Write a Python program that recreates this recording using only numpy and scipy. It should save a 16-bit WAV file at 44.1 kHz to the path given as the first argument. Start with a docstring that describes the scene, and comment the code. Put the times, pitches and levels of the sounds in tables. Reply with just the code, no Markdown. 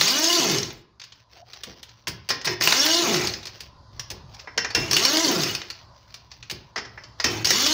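"""A cordless impact wrench spins lug nuts off a steel car wheel, close by in a garage.
The motor winds up and brakes as a stack of tones tied to shaft speed, with gear noise and socket rattle.
Hammer blows and socket clanks are bursts of steel chatter over decaying wheel modes.
Between the runs gloved hands click loose nuts and rustle, the socket scrapes once, the tool bumps the wheel.
A wavering low hum and a soft airy wash, both filtered noise, lie underneath."""
import sys
import numpy as np
from scipy import signal
from scipy.fft import rfft, irfft
from scipy.io import wavfile
from scipy.ndimage import uniform_filter1d

SR = 44100
rng = np.random.default_rng(int(sys.argv[2]) if len(sys.argv) > 2 else 0)


def file_out(sig):
    """Save sig as 16-bit WAV at sys.argv[1]."""
    # one column per channel
    cols = np.atleast_2d(sig).T
    # limit, then scale
    lim = np.clip(cols, -1, 1)
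    pcm = np.round(lim * 32767).astype(np.int16)
    wavfile.write(sys.argv[1], SR, pcm)


N = 340893
TIME = np.arange(N) / SR
# Table levels are the mix before each function's own trims; spectrum levels are relative.


def amp(db):
    """Turns decibels into gain."""
    return 10 ** (np.asarray(db) / 20)


def unit(x):
    """Scales to rms 1."""
    return x / np.sqrt(np.mean(x ** 2) + 1e-20)


def read(points, hz):
    """Reads a spectrum on a log-frequency axis."""
    f, value = np.transpose(points)
    return np.interp(np.log(hz + 1), np.log(f + 1), value)


def add(mix, s, sound):
    """Mixes a sound in at time s; it may have begun before time zero."""
    start = round(s * SR)
    sound = sound[max(-start, 0):]
    part = mix[max(start, 0):][:len(sound)]
    part += sound[:len(part)]


def colour(x, spectrum, size=4096):
    """Filters causally to the given spectrum, falling 20 dB per octave past its ends."""
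    hz = abs(np.fft.fftfreq(size, 1 / SR)) + 1
    octaves_out = abs(np.log2(hz / np.clip(hz, spectrum[0][0], spectrum[-1][0])))
    log_gain = np.log(amp(np.maximum(read(spectrum, hz) - 20 * octaves_out, -100)))
    # minimum phase: the energy comes as early as the spectrum allows
    response = np.fft.ifft(np.exp(np.conj(signal.hilbert(log_gain)))).real
    return signal.oaconvolve(x, response[:size // 2])[:len(x)]


def drift(length, hz):
    """Makes slow random movement around rms 1, with changes up to about the given rate."""
    f = np.fft.rfftfreq(length + SR, 1 / SR)
    noise = rfft(rng.standard_normal(length + SR))
    return unit(irfft(noise * np.exp(-(f / hz) ** 2)))[:length]


def grains(length, per_s, spread_db):
    """Scatters random contacts of uneven size and either sign."""
    size = amp(spread_db * np.minimum(rng.exponential(1, length), 4))
    sign = rng.choice([-1., 1.], length)
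    return unit(size * sign * (rng.random(length) < per_s / SR))


def fade(length, size=300):
    """Ramps both ends briefly."""
    return signal.windows.tukey(length, 2 * size / length)


def resonate(x, hz, width):
    """Passes a sound through one damped resonance; width [Hz] sets the damping."""
    r = np.exp(-np.pi * width / SR)
    return signal.lfilter([1 - r, 0, r - 1], [1, -2 * r * np.cos(2 * np.pi * hz / SR), r * r], x)


def patchy(x, depth_db, size=1024):
    """Lets narrow parts of a noise swell and fade on their own."""
    z = signal.stft(x, nperseg=size)[2]
    patches = uniform_filter1d(rng.standard_normal(z.shape), size=4, axis=0)
    patches = unit(uniform_filter1d(patches, size=7, axis=1))
    return unit(signal.istft(z * amp(depth_db * patches), nperseg=size)[1][:len(x)])


# room bed over time: (time [s], low hum level [dB], airy wash level [dB])
BACKGROUND = [(1.15, -62.5, -65.5), (2.0, -59.5, -60.5), (3.6, -51, -57.5), (4.4, -50, -51),
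              (5.901, -55.5, -55), (6.35, -56.5, -62), (7.15, -51.5, -53)]
# low hum spectrum: (frequency [Hz], level per Hz [dB])
HUM = [(20, -19), (45, -9.5), (65, 2), (90, -5.5), (115, 6), (150, -11), (220, -14.5), (400, -22),
       (900, -43.5)]
# airy wash spectrum: (frequency [Hz], level per Hz [dB])
WASH = [(150, -6.5), (380, -22.5), (560, 2.5), (760, -1.5), (920, 4), (1020, 9.5), (1140, 0.5),
        (1500, -4.5), (2500, -22.5), (4700, -5.5), (6500, -18), (8000, -36), (16000, -39.5)]


def background(hum_db=0, wash_db=-2.0, waver_db=2.3):
    """Filtered noise makes a wavering low hum and a soft wash of air with a faint whistle in it."""
    s, hum_level, wash_level = np.transpose(BACKGROUND)
    hum = unit(colour(rng.standard_normal(N), HUM))
    hum *= amp(hum_db + np.interp(TIME, s, hum_level) + waver_db * drift(N, 6))
    wash = patchy(colour(rng.standard_normal(N), WASH), depth_db=2.8)
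    return hum + wash * amp(wash_db + np.interp(TIME, s, wash_level))


# how long the garage rings on: (frequency [Hz], decay by 60 dB [s])
GARAGE = [(100, 0.58), (400, 0.56), (1500, 0.49), (5000, 0.37), (8000, 0.13), (15000, 0.21)]


def garage(x, size=16):
    """Sparse reflections of random sign, each band dying at its own speed."""
    taps = np.zeros(SR)
    at = np.arange(SR // 200, SR - size, size)  # the reflections begin about 5 ms in
    taps[at + rng.integers(0, size, len(at))] = rng.choice([-1., 1.], len(at))
    hz, t, z = signal.stft(taps, SR, nperseg=256)
    decay = amp(-60 * t / read(GARAGE, hz)[:, None])
    tail = signal.istft(z * decay, SR, nperseg=256)[1]
    return signal.oaconvolve(x, tail / np.linalg.norm(tail))[:N]


# spectrum of the rustle and scrape: (frequency [Hz], level per Hz [dB])
CLOTH = [(150, -27), (400, 1), (1000, -2), (2500, 1.5), (3600, 1), (4700, 4), (6000, 2), (7300, -22),
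         (10000, -30), (13800, -29), (15200, -8), (16200, -29)]
# gloves and sleeves rubbing; the short last row is the socket scraping before it lands:
# (start [s], length [s], level [dB])
RUBS = [(1.024, 0.25, -62), (1.281, 0.16, -53), (1.42, 0.32, -52.5), (1.628, .22, -52.5),
        (1.82, 0.26, -57.5), (2.212, 0.16, -59), (3.42, 0.3, -49.5), (3.9, 0.22, -56), (4.27, 0.22, -52),
        (5.619, 0.25, -48.5), (5.798, 1, -57.5), (6.86, 0.28, -59.5), (7.177, 0.062, -48)]
# faint rubbing squeaks: (start [s], length [s], middle pitch [Hz], level [dB])
SQUEAKS = [(1.325, .125, 700, -48), (1.44, .06, 715, -57), (1.53, .07, 760, -60)]


def handling(level_db=-1, rough_db=4, glide=0.048):
    """Grainy noise in short swells for cloth rubs and one socket scrape; squeaks are tones gliding up."""
    out = np.zeros(N)
    grip = amp(4.5 * np.tanh(drift(N, 30)))
    rustle = patchy(colour(grains(N, 1500, 4.0) * grip, CLOTH), depth_db=2.5, size=512)
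    for s, length_s, db in RUBS:
        add(out, s, amp(db + level_db) * signal.windows.tukey(round(length_s * SR), .6))
    out *= rustle
    for s, length_s, hz, db in SQUEAKS:
        u = np.linspace(0, 1, round(length_s * SR))
        turns = np.cumsum(hz * (1 + glide * (u - .5) + 0.064 * drift(len(u), 120))) / SR
        level = amp(db + rough_db * drift(len(u), 85)) * np.sin(np.pi * u ** 1.7)
        add(out, s, level * np.sin(2 * np.pi * turns))
    return out


# the tool bumping wheel and tyre: (time [s], tyre thud level [dB], housing knock level [dB])
BUMPS = [(1.667, -54, -40.5), (2.072, -42.5, -37.5), (2.295, -46.5, -33.5), (4.107, -43, -37.5),
         (4.569, -52, -35), (4.752, -33.5, -26.5), (6.511, -44.5, -41.5), (6.767, -52, -36.5),
         (7.245, -39, -26.5)]


def bumps(tyre_db=2, housing_db=0, tyre_s=0.091, housing_s=.035, size=14000):
    """The tool bumps the wheel: a low thud from the tyre and a hollow knock from the housing."""
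    out, t = np.zeros(N), TIME[:size]
    # both spectra: (frequency [Hz], level per Hz [dB])
    thud = [(45, -7.0), (80, 2), (125, 3.0), (190, -3.5), (300, -28.5)]
    knock = [(180, -13.5), (300, -11.5), (380, -12), (470, -10.5), (620, -18.5), (900, -18.5)]
    for s, tyre, housing in BUMPS:
        parts = (tyre + tyre_db, thud, tyre_s), (housing + housing_db, knock, housing_s)
        for db, spectrum, decay_s in parts:
            noise = unit(colour(rng.standard_normal(size), spectrum))
            envelope = (1 - np.exp(-t / 0.0043)) * np.exp(-t / decay_s)
            add(out, s, amp(db) * noise * envelope)
    return out


LEAD_S = .001  # each contact begins this long before its listed time
# the three registers of a steel contact, each: (frequency [Hz], level per Hz [dB])
BRIGHT = [(1500, -32), (2400, 0), (3300, -0.5), (4600, 1), (5600, 0.5), (6500, -1.5), (7300, -12.5),
          (9000, -39)]
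BODY = [(120, -44.5), (330, -3), (480, -2), (700, -3.5), (1050, 1), (1400, 1), (1900, 5.5), (2400, -1),
        (3400, -27)]
SIZZLE = [(6000, -20), (7800, 4), (9500, 1.5), (11700, -3.5), (13600, -4), (14700, 4), (15500, 6.5),
          (16200, -17)]


def contact(hz, levels_db, decay_s, tail_db, tail_s, focus=2.0, crack=2.0, size=6000):
    """Steel on steel: one crack in chatter that dies fast over a fainter, longer tail, strongest near hz."""
    t = TIME[:size]
    onset = 1 - np.exp(-t / .001)
    envelope = onset * (np.exp(-t / decay_s) + amp(tail_db) * np.exp(-t / tail_s))
    first = crack * signal.unit_impulse(size, SR // 700)
    bands = []
    for spectrum in (BRIGHT, BODY, SIZZLE):
        chattering = envelope * grains(size, 9000, spread_db=2.2)
        bands.append(colour(first + chattering, spectrum))
    bands[0] = bands[0] + focus * resonate(bands[0], hz, 560)
    # levels refer to the first 20 ms
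    return sum(amp(db) * band / np.std(band[:SR // 50]) for db, band in zip(levels_db, bands))


# loose nuts clicking in hand and socket:
# (time [s], strength [dB], brightest frequency [Hz], sizzle relative to strength [dB])
CLICKS = [(0.998, -37.5, 4500, -24.5), (1.016, -35.5, 3370, -32), (1.038, -36.5, 4800, -21),
          (1.122, -40.5, 3400, -34), (1.5334, -34.5, 3870, -21), (1.635, -28.5, 3480, -12.5),
          (1.83, -35, 3170, -13), (1.8914, -44, 4140, -27), (2.4137, -32.5, 5100, -26),
          (3.43, -36, 3914, -22), (3.455, -31, 4240, -15), (3.47, -29, 4650, -20),
          (3.6057, -31.5, 4870, -12), (3.9955, -25, 5550, -18.5), (4.1024, -28, 4600, -12),
          (4.1136, -32.5, 5200, -11), (4.3446, -41.5, 5200, -18), (4.3962, -36.5, 4960, -42),
          (5.7018, -26.5, 4480, -20.5), (6.142, -33.5, 4830, -17.5), (6.316, -36.5, 4760, -39),
          (6.427, -36, 2800, -35), (6.4989, -26, 2700, -16), (6.5113, -26, 4850, -11.5)]


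def clicks(bright_db=-7, body_db=-17, sizzle_db=-7.5):
    """Loose nuts click, damped by the glove, so no wheel ring follows."""
    out = np.zeros(N)
    for s, db, hz, sizzle in CLICKS:
        levels = db + bright_db, db + body_db, db + sizzle + sizzle_db
        sound = contact(hz, levels, decay_s=0.007, tail_db=-25, tail_s=.024, focus=1.1)
        add(out, s - LEAD_S, sound)
    return out


LOWER_NUTS_FROM_S = 4.0
# ringing modes of socket on wheel:
# (frequency [Hz], decay by 60 dB [s], level on an upper nut [dB], level on a lower nut [dB])
STEEL = [(474, .35, -13, -14), (1003, .36, -13, -11), (1055, .35, -6, -17), (1450, .25, -12, -10),
         (1622, .3, -12, -12), (1750, .32, -11, -11), (1843, .36, 0, -8), (1911, .32, -7, -4),
         (2170, .25, -10, -9), (2743, .36, -14, -1), (2765, .22, -16, -11), (3095, .38, -14, -4),
         (3521, .35, -9, -13), (4290, .27, -10, -18), (4466, .3, -13, -17), (4692, .3, -9, -15),
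         (5136, .26, 0, -8), (5205, .3, -4, 0), (5274, .3, -3, 2), (5335, .25, -4, 1), (5440, .18, -4, -4),
         (5800, .2, -6, -5), (6280, .22, -11, -13)]


def ring(s, strongest_hz, favour_db=6.0, uneven_db=-1.0):
    """One blow's ring: the mode balance depends on the nut and on just where the socket lands."""
    t = TIME[:SR // 2]
    hz, t60, upper_db, lower_db = np.transpose(STEEL)[:, :, None]
    luck, bend, phase = rng.standard_normal((3, len(STEEL), 1))
    favoured = np.exp(-(np.log(hz / strongest_hz) / .05) ** 2)
    nut_db = lower_db if s >= LOWER_NUTS_FROM_S else upper_db
    db = nut_db + favour_db * favoured + uneven_db * luck
    tones = np.sin(2 * np.pi * (hz * (1 + .001 * bend) * t + phase))
    modes = amp(db - 60 * t / t60) * tones
    return modes.sum(0) * (1 - np.exp(-t / .002)) / 2


# socket meeting nut and wheel: (time [s], strength [dB], brightest frequency [Hz], body [dB],
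# sizzle [dB], ring [dB], strongest ring [Hz]); body, sizzle and ring are relative to strength
CLANKS = [(2.0716, -23, 2620, -2.5, -19, -45, 1843), (2.0784, -22, 5160, -14, -9, -47, 1843),
          (2.29, -17.5, 4670, -12, -13.5, -24, 5136), (2.304, -15, 5130, -5, -22, -14.5, 1055),
          (2.4466, -24, 4840, -5, -13, -32, 5136), (2.4538, -18, 4700, -15, -12, -17, 5136),
          (2.4727, -17, 5400, -1.5, -31, -12, 1911), (4.4735, -49, 2870, 19.5, -39, -2, 1622),
          (4.577, -14.5, 5500, -3, -26, -13.5, 1911), (4.6454, -23, 5660, 3, -30, -22, 1622),
          (4.704, -27.5, 4500, -5.5, -26, -33, 4692), (4.749, -12, 5380, -7, -18, -12.5, 2743),
          (6.76, -25, 4970, 2.5, -29, -14.5, 1770), (6.778, -24.5, 5150, 0.5, -34, -23, 3095),
          (6.851, -38, 5300, -2, -45, -21, 5274), (6.976, -50, 2880, 18, -26, -2, 1622),
          (7.0368, -37, 4740, -7, -39, -18, 4692), (7.2001, -19, 4900, -3.5, -30, -36, 1750),
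          (7.2423, -11, 5400, -8, -20, -16, 3095)]


def clanks(bright_db=-8.5, body_db=-7.5, sizzle_db=-8.0, ring_db=3.0):
    """The socket lands on a nut and sets the wheel ringing."""
    out = np.zeros(N)
    for s, db, hz, body, sizzle, ringing, ring_hz in CLANKS:
        levels = db + bright_db, db + body + body_db, db + sizzle + sizzle_db
        add(out, s - LEAD_S, contact(hz, levels, decay_s=.0077, tail_db=-13.5, tail_s=0.023))
        add(out, s, amp(db + ringing + ring_db) * ring(s, ring_hz))
    return out


# hammer blows and the hardest knocks of the spinning socket:
# (time [s], strength [dB], brightest frequency [Hz], body relative to strength [dB])
BLOWS = [(0.0113, -10, 4100, -5.5), (0.0799, -12, 4480, -14.5), (.242, -14.5, 6660, -17),
         (0.3287, -14.5, 4700, -21), (.349, -17.5, 4580, -28), (0.4979, -18, 4600, -25),
         (0.584, -19, 5060, -17), (.63, -21, 6100, -11.5), (0.705, -33, 3680, -5), (2.611, -17.5, 4890, 0),
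         (2.6216, -15, 5310, -13.5), (2.639, -15, 5450, -14.5), (2.6738, -9, 2770, -5.5),
         (2.7235, -11.5, 3990, -1.5), (2.8629, -13.5, 4550, -8), (3.1427, -16.5, 5070, -8),
         (3.272, -17, 4570, -22.5), (3.3376, -22.5, 5080, -12.5), (4.9117, -13, 5270, -11.5),
         (4.9314, -11.5, 5700, -11), (4.9656, -9.5, 2740, -12), (5.0511, -10.5, 4400, -11),
         (5.1703, -13, 4770, -10.5), (5.434, -16, 5200, -22), (5.55, -18, 4800, -12),
         (5.6167, -29, 3045, -3), (7.4467, -14, 4735, -11), (7.4537, -14.5, 4750, -25),
         (7.4706, -15, 5340, -9), (7.506, -9, 5500, -7), (7.663, -12.5, 5440, -11.5)]
# top treble of a blow; below the first row's strength it stays faint, above it harder blows
# sizzle more: (strength [dB], sizzle level [dB])
BLOW_SIZZLE = [(-19, -60), (-26.5, -44), (-18, -34), (-5, -17)]


def blows(bright_db=-9.0, body_db=-9, sizzle_db=-9.0, ring_db=-20):
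    """Short hard blows through the seated socket; the wheel rings only a little."""
    out = np.zeros(N)
    for s, db, hz, body in BLOWS:
        sizzle = np.interp(db, *np.transpose(BLOW_SIZZLE))
        levels = db + bright_db, db + body + body_db, sizzle + sizzle_db
        add(out, s - LEAD_S, contact(hz, levels, decay_s=.0048, tail_db=-18.5, tail_s=.018))
        add(out, s, amp(db + ring_db) * ring(s, hz))
    return out


# bare steel ticks of the rattle: (frequency [Hz], level per Hz [dB])
RATTLE = [(1060, -32), (1800, -14.5), (2300, -18.5), (2840, -0.5), (3170, -2), (3610, 3.5), (3840, -1),
          (4620, 0.5), (5800, -0.5), (6470, 2.5), (7990, -14), (9770, -18), (13400, -22.5), (14900, -14),
          (16000, -15)]
# short-lived resonances of spinning socket and anvil: (frequency [Hz], width [Hz], level [dB])
SOCKET = [(1825, 180, -12.5), (2090, 45, -7), (2740, 21, -19.5), (2920, 38, 0), (3400, 110, -8.5),
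          (3800, 37, -8), (4190, 180, 0.5), (4640, 80, -1.5), (4600, 130, 2.5), (5090, 160, 0.5),
          (5530, 39, 0.5), (5910, 200, -1.5), (6260, 120, -1.5), (6510, 80, -4), (11650, 150, -14),
          (15000, 500, -3)]


def chatter(angle, throb=0.073, tick_db=-2, socket_db=-3, knocks_per_s=450, patchy_db=6.0):
    """Socket and nut collide, a little more at one point of each turn; the resonances waver separately."""
    length = len(angle)
    bunching = unit(np.exp(throb * np.cos(angle)))
    ticks = grains(length, 3000, 0.82) * bunching * amp(0.5 * drift(length, 90))
    ticks = patchy(colour(ticks, RATTLE), depth_db=3.5, size=512)
    knocks = np.zeros(length)
    for hz, width, db in SOCKET:
        hits = grains(length, knocks_per_s, 2.1) * bunching
        ringing = resonate(resonate(hits, hz, width), hz, 8 * width)
        knocks += amp(db + patchy_db * drift(length, 45)) * unit(ringing)
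    return amp(tick_db) * ticks + amp(socket_db) * unit(knocks)


# shaft turns per second as the motor catches and running free; STOP_HZ sets how long braking lasts
START_HZ, TOP_HZ, STOP_HZ = 87.7, 365.5, 35.88
# motor orders: (multiple of shaft speed, level under power [dB], level while braking [dB])
ORDERS = [(1, 2.5, 7.5), (2, -3.5, 0), (3, -9.5, -5.5), (4, -15, -9.5), (5, -12.5, -19), (6, -13.5, -15.5),
          (8, -31.5, -19), (9, -9.5, -15.5)]
# how the housing radiates the orders: (frequency [Hz], gain [dB])
HOUSING = [(70, -15), (115, -6.5), (180, -3.5), (240, -11), (350, 3.5), (480, -6.5), (690, 2.5), (840, -5),
           (1020, 10), (1250, 6), (2000, 4), (3200, -10.5)]
# gear case noise: (frequency [Hz], level per Hz [dB])
GEARS = [(200, -38.5), (400, -4.5), (550, -6.5), (800, -2), (1020, -5), (1200, -3.5), (1600, -3.5),
         (2000, -1), (2600, 2), (3600, -39)]
# housing shudder as the motor labours and brakes: (frequency [Hz], level per Hz [dB])
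SHUDDER = [(60, -40), (120, -13.5), (190, -7.5), (280, -10.5), (360, 2), (450, -8.5), (600, -16.5),
           (1000, -27.5)]


def wrench(hz, coast, rattle_level, motor_level, gear_level,
           rattle_db=5, motor_db=-4, gears_db=-4.0, shudder_db=-7,
           wobble=0.01294, flutter_db=3.0, surge_db=1.0, judder=2.2, blur_db=2.0):
    """Motor orders, gears and rattle follow the shaft speed hz; coast is the braking clock [s]."""
    length = len(hz)
    braking = np.clip(coast / 0.04, 0, 1)
    unsteady = wobble * (1 + judder * braking) * drift(length, 90)
    angle = 2 * np.pi * np.cumsum(hz * (1 + unsteady)) / SR
    gains, orders = [], []
    for k, on, off in ORDERS:
        gains.append(amp(on + (off - on) * braking + read(HOUSING, k * hz)))
        flutter = amp(flutter_db * drift(length, 72))
        orders.append(flutter * np.cos(k * angle + 2 * np.pi * rng.random()))
    gains = np.array(gains)
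    # scaling by the summed gains keeps the stack's overall level even
    tone = np.sqrt(2) * (gains * np.array(orders)).sum(0) / np.linalg.norm(gains, axis=0)
    meshing = grains(length, 2500, 1.5) * np.exp(0.23 * np.cos(angle))
    gears = patchy(colour(meshing, GEARS), depth_db=3.0)
    # near top speed under power the clean orders take over from gear noise and shudder
    free = (hz / TOP_HZ) ** 4 * (1 - braking)
    shudder = unit(colour(grains(length, 900, 3.2), SHUDDER)) * amp(shudder_db - 26 * free)
    motor = motor_level * (amp(motor_db - blur_db * braking) * tone + shudder)
    low = motor + gear_level * amp(gears_db - 5 * free) * gears
    high = rattle_level * amp(rattle_db + surge_db * drift(length, 25)) * chatter(angle)
    return low * fade(length), high * fade(length)


# light touches of the trigger that seat the socket:
# (start [s], length [s], motor level [dB], rattle level [dB])
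NUDGES = [(2.461, 0.086, -30, -41), (4.763, 0.17, -31, -39.5), (7.256, .18, -30, -38)]
KICK_HZ, KICK_S, CRAWL_HZ = 191.4, .028, 105.2  # the motor kicks, then settles to a crawl
NUDGE_FADE_DB_PER_S, SEATING_DB_PER_S = 32.5, 49  # rattle fades faster as the socket seats
NUDGE_GEARS_DB = 9  # gears above rattle, before the trims in wrench()


def nudge(length_s, motor_db, rattle_db):
    """The motor kicks and crawls, turning the socket over the nut while motor and rattle fade."""
    t = np.arange(0, length_s, 1 / SR)
    hz = CRAWL_HZ + (KICK_HZ - CRAWL_HZ) * np.exp(-t / KICK_S)
    motor = amp(motor_db - NUDGE_FADE_DB_PER_S * t)
    rattle = amp(rattle_db - SEATING_DB_PER_S * t)
    return wrench(hz, t, rattle, motor, rattle * amp(NUDGE_GEARS_DB))


# full trigger pulls, one per nut: (start [s], held [s], wind-up [s], braking [s],
# rattling on after release [s], rattle level [dB], motor level [dB], gear level [dB])
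PULLS = [(-.025, 0.39, 0.21, 0.2, .2, -27, -23, -30.5), (2.6, 0.41, 0.24, .2, .24, -28.5, -23, -28.5),
         (4.905, .325, .22, .225, 0.26, -29, -22.5, -31), (7.44, .4, 0.24, 0.22, .22, -28.5, -24.5, -29.5)]
MOTOR_SWELL_DB = 12  # motor growth from rest to top speed
BRAKE_GROAN_S = 0.17  # the braking motor holds its level this long
RATTLE_RISE_S, RATTLE_SAG_DB_PER_S = 0.021, 27.5
RATTLE_DIES_DB_PER_S, MOTOR_DIES_DB_PER_S, GEARS_DIE_DB_PER_S = 124, 129, 146


def pull(held_s, wind_up_s, brake_s, rattle_on_s, rattle_db, motor_db, gears_db):
    """The motor winds up while the trigger is held, then brakes; the noise carries on briefly and dies."""
    t = np.arange(0, held_s + brake_s * np.log(TOP_HZ / STOP_HZ), 1 / SR)
    coast = np.maximum(t - held_s, 0)
    dying = np.maximum(coast - rattle_on_s, 0)
    motor_dying = np.maximum(coast - BRAKE_GROAN_S, 0)
    # t - coast stops at release, so this holds the speed reached under power
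    driven_hz = START_HZ + (TOP_HZ - START_HZ) * np.tanh((t - coast) / wind_up_s)
    slow = 1 - (driven_hz / TOP_HZ) ** 2
    rattle = amp(rattle_db - RATTLE_SAG_DB_PER_S * coast - RATTLE_DIES_DB_PER_S * dying)
    motor = amp(motor_db - MOTOR_SWELL_DB * slow - MOTOR_DIES_DB_PER_S * motor_dying)
    gears = amp(gears_db - GEARS_DIE_DB_PER_S * dying)
    take_up = 1 - np.exp(-t / RATTLE_RISE_S)
    hz = driven_hz * np.exp(-coast / brake_s)
    return wrench(hz, coast, rattle * take_up, motor, gears * take_up)


def scene():
    """Mixes the wrench, contacts and hands over the room bed, with garage reflections."""
    motor, rattle = np.zeros(N), np.zeros(N)
    for action, rows in (pull, PULLS), (nudge, NUDGES):
        for s, *row in rows:
            low, high = action(*row)
            add(motor, s, low)
            add(rattle, s, high)
    near = rattle + clanks() + blows() + clicks() + bumps()
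    reflections = garage(amp(-9.5) * near + amp(-8.5) * motor)
    return (near + motor + reflections + handling() + background())[None]


EDGE_HZ = 15750


def record(dry):
    """Cuts the treble steeply above the band edge with a linear-phase low-pass."""
    low_pass = signal.firwin(401, EDGE_HZ, window=("kaiser", 8), fs=SR)
    return signal.oaconvolve(dry, low_pass[None], "same")


dry = scene()
out = record(dry)
file_out(out)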